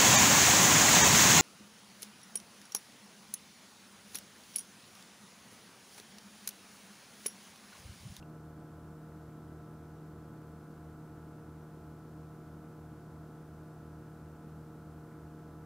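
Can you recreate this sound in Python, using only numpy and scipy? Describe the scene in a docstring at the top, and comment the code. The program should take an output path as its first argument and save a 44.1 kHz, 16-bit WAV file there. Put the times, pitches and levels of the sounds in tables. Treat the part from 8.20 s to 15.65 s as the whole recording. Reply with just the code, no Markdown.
"""A steady hum throbs in the bass about three times a second: a small compressor and its fan in a quiet tent.
The compressor's fundamental lies 3 Hz under the fan's second order, so the two beat.
Its odd upper orders whine, and the motor's torque ripple sets weak side tones fluttering beside the low ones.
A faint mains buzz, ringing casing tones and a soft rush of air, shaped from noise, lie around the hum.
Decaying tones and noise bands make a few tiny ticks and soft noise puffs, over a faint wide hiss."""
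import sys
import numpy as np
from scipy import signal
from scipy.fft import rfft, irfft
from scipy.io import wavfile

SR = 44100
rng = np.random.default_rng(int(sys.argv[2]) if len(sys.argv) > 2 else 0)


def waveform_to_disk(signal):
    """Save audio, clipped to [-1, 1], as 16-bit WAV at the path in sys.argv[1]."""
    frames = np.transpose(np.atleast_2d(signal))
    scaled = np.clip(frames, -1, 1) * 32767
    samples = np.round(scaled).astype(np.int16)
    wavfile.write(sys.argv[1], SR, samples)


N = 328545

COMPRESSOR_HZ, FAN_HZ, MAINS_HZ = 77.757, 40.362, 59.995
IN_STEP_S = 0.305  # the moment at which the low orders of each hum crest together
EVEN_DROP_DB = 8  # even orders of the whine lie this far under the odd ones
LOWER_SIDE_DROP_DB = 6  # side tones below their order are weaker than those above
CUTOFF_HZ = 15600

# faint hiss common to both channels: frequency_hz, density_db (dB per Hz)
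HISS_DENSITY = [(300, -116), (2500, -113.5), (4000, -114.4), (6000, -115), (10000, -116), (15000, -117.2)]
# faint noise of opposite sign in the two channels: frequency_hz, density_db (dB per Hz)
SIDE_NOISE_DENSITY = [(25, -117), (80, -117), (170, -126), (350, -120), (700, -115.5), (1400, -122),
                      (3000, -120), (6000, -119.3), (15000, -120)]
# rush of moving air: frequency_hz, density_db (dB per Hz)
AIR_DENSITY = [(20, -104), (36, -102), (55, -87), (88, -80.5), (115, -85.5), (180, -79.5), (245, -83.5),
               (290, -82.5), (440, -88.5), (525, -94.5), (610, -89.5), (850, -94.5), (1400, -96),
               (2000, -107.8), (3000, -118)]
# tiny ticks and soft noise puffs: start_s, level_db, pitch_hz, t60_s, noise_share (0-1)
TICKS_AND_PUFFS = [(0.027, -50.5, 2720, 0.025, 0.4), (.915, -65, 1900, .1, .95), (1.09, -66, 2000, .1, .95),
                   (6.7794, -62, 15000, .02, .9), (6.9144, -61, 1880, .08, .95),
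                   (6.9394, -63, 2030, .05, .95)]
# mains buzz: order (multiple of the mains frequency), level_db (rms)
MAINS_ORDERS = [(2, -63.5), (4, -75.5), (6, -66), (8, -88)]
# tones of the shaking casing: frequency_hz, level_db (rms)
CASING_TONES = [(300.7, -69), (1437.0, -78.5), (2106.2, -99.3), (5272.1, -101.2)]
# torque ripple: offset (multiple of the mains frequency), lowest_order, highest_order
RIPPLE_SIDE_TONES = [(-2, 4, 6), (2, 1, 7), (4, 1, 6)]
# side tones as the shell radiates them: frequency_hz, level_db (rms)
SHELL_RADIATION = [(195, -69), (272, -73), (335, -72.5), (450, -76), (515, -82.5), (705, -82)]
# fan: order (multiple of its speed), level_db (rms)
FAN_ORDERS = [(1, -75.5), (2, -62.5), (3, -74), (4, -73.5), (7, -72.5)]
# low orders of the compressor: order (multiple of its speed), level_db (rms)
COMPRESSOR_ORDERS = [(1, -62), (2, -52), (3, -64), (4, -59), (5, -85), (6, -63.5)]
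# whine of the compressor, drawn through its odd upper orders: frequency_hz, level_db (rms)
WHINE_SPECTRUM = [(544, -75.5), (700, -68.5), (855, -72), (1011, -73.3), (1166, -77.5), (1322, -69.3),
                  (1477, -75), (1633, -82)]


def from_db(db):
    """Decibels are logarithmic: 20 dB is a tenfold amplitude."""
    return 10 ** (np.asarray(db) / 20)


def seconds():
    """Sampling is uniform: the time of every sample."""
    return np.arange(N) / SR


def at_hz(spectrum, hz):
    """Spectral envelope: level in dB, interpolated over log frequency."""
    points_hz, level_db = np.transpose(spectrum)
    return np.interp(np.log(hz), np.log(points_hz), level_db)


def drift(rate_hz):
    """Low-pass filtered chance: a slow random wander of standard deviation 1."""
    step = 200  # samples between coarse points
    pole = np.exp(-2 * np.pi * rate_hz * step / SR)
    coarse = rng.standard_normal(N // step + 1002)
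    slow = signal.lfilter([1], [1, -2 * pole, pole * pole], coarse)[1000:]  # drop the filter's run-in
    return np.interp(np.arange(N) / step, np.arange(len(slow)), slow / slow.std())


def steady_noise(density):
    """Spectral shaping: white noise weighted to a density, falling 12 dB per octave beyond its ends."""
    hz = np.transpose(density)[0]
    bins_hz = np.maximum(np.fft.rfftfreq(N, 1 / SR), 1)
    skirts = np.minimum(bins_hz / hz[0], 1) * np.minimum(hz[-1] / bins_hz, 1)
    gain = from_db(at_hz(density, bins_hz)) * skirts ** 2
    white = rfft(rng.standard_normal(N))
    return irfft(white * gain * np.sqrt(SR / 2), N)


def wavering_cosine(cycles, level_db, waver_db, waver_hz):
    """Amplitude modulation: a tone of the given rms whose level wanders slowly in dB."""
    return np.sqrt(2) * from_db(level_db + waver_db * drift(waver_hz)) * np.cos(2 * np.pi * cycles)


def hum(speed_hz, orders, wander_s, waver_db, scatter_hz):
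    """Harmonic series: orders share one slightly uneven speed, and each wavers in level."""
    turns = speed_hz * (seconds() - IN_STEP_S + wander_s * drift(1.1))
    out = np.zeros(N)
    for order, level_db in orders:
        # low orders leave the casing in step; its resonances scatter the phase of the higher ones
        lag = rng.uniform(-1, 1) * (order * speed_hz / scatter_hz) ** 2
        out += wavering_cosine(order * turns + lag, level_db, waver_db, waver_hz=2.9)
    return out


def wide_hiss():
    """Sum and difference: a common noise plus a faint noise of opposite sign in the two channels."""
    side = steady_noise(SIDE_NOISE_DENSITY)
    return steady_noise(HISS_DENSITY) + np.array([side, -side])


def air_rush():
    """Broadband flow noise: moving air is heard as a continuous spectrum without pitch."""
    return steady_noise(AIR_DENSITY)


def ticks_and_puffs(width):
    """Exponential decay: a tick is a brief decaying tone; a puff is a noise band around its pitch."""
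    out = np.zeros(N)
    for start_s, level_db, pitch_hz, t60_s, noise_share in TICKS_AND_PUFFS:
        age = np.maximum(seconds() - start_s, 0)
        edges_hz = pitch_hz * (1 + width * np.array([-1, 1]))
        band = signal.butter(2, edges_hz, "band", fs=SR, output="sos")
        puff = signal.sosfilt(band, rng.standard_normal(N))
        puff *= 0.5 / puff.std()
        ring = np.sin(2 * np.pi * pitch_hz * age)
        blend = (1 - noise_share) * ring + noise_share * puff
        decay = np.exp(-np.log(1000) * age / t60_s)  # down 60 dB after t60_s
        out += from_db(level_db) * (age > 0) * blend * decay
    return out


def mains_buzz():
    """Periodic excitation: the mains sounds at even multiples of its frequency."""
    return hum(MAINS_HZ, MAINS_ORDERS, wander_s=0.00002, waver_db=0.5, scatter_hz=644)


def casing(waver_db):
    """Resonance: loose panels add faint wavering tones along with the hum."""
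    out = np.zeros(N)
    for hz, level_db in CASING_TONES:
        out += wavering_cosine(hz * seconds() + rng.random(), level_db, waver_db, waver_hz=1.5)
    return out


def torque_ripple(waver_db):
    """Modulation: mains ripple in the motor's pull sets side tones beside the low orders; they beat."""
    out = np.zeros(N)
    for offset, lowest, highest in RIPPLE_SIDE_TONES:
        for order in range(lowest, highest + 1):
            hz = order * COMPRESSOR_HZ + offset * MAINS_HZ
            level_db = at_hz(SHELL_RADIATION, hz) - LOWER_SIDE_DROP_DB * (offset < 0)
            out += wavering_cosine(hz * seconds() + rng.random(), level_db, waver_db, waver_hz=1.3)
    return out


def fan():
    """Rotation: the fan sounds at whole multiples of its speed."""
    return hum(FAN_HZ, FAN_ORDERS, wander_s=0.0001, waver_db=0.5, scatter_hz=650)


def whine_orders(first_order, last_order):
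    """Spectral envelope: upper orders follow one smooth curve, odd ones strong and even ones weak."""
    orders = []
    for order in range(first_order, last_order + 1):
        even_drop_db = EVEN_DROP_DB * (order % 2 == 0)
        orders.append((order, at_hz(WHINE_SPECTRUM, order * COMPRESSOR_HZ) - even_drop_db))
    return orders


def compressor():
    """Rotation: low orders of the compressor's speed hum and its upper orders whine."""
    orders = COMPRESSOR_ORDERS + whine_orders(first_order=7, last_order=21)
    return hum(COMPRESSOR_HZ, orders, wander_s=0.00004, waver_db=0.54, scatter_hz=650)


def scene():
    """Superposition: machine, air, ticks and puffs sit in the middle; only the hiss has width."""
    background = wide_hiss() + air_rush() + ticks_and_puffs(width=0.1)
    machine = mains_buzz() + casing(waver_db=1.5) + torque_ripple(waver_db=1.0) + fan() + compressor()
    return background + machine


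def record(dry):
    """Band limiting: an elliptic low-pass cuts the top steeply."""
    low_pass = signal.ellip(12, 0.1, 80, CUTOFF_HZ, fs=SR, output="sos")  # ripple and stopband in dB
    return signal.sosfilt(low_pass, dry)


dry = scene()
out = record(dry)
waveform_to_disk(out)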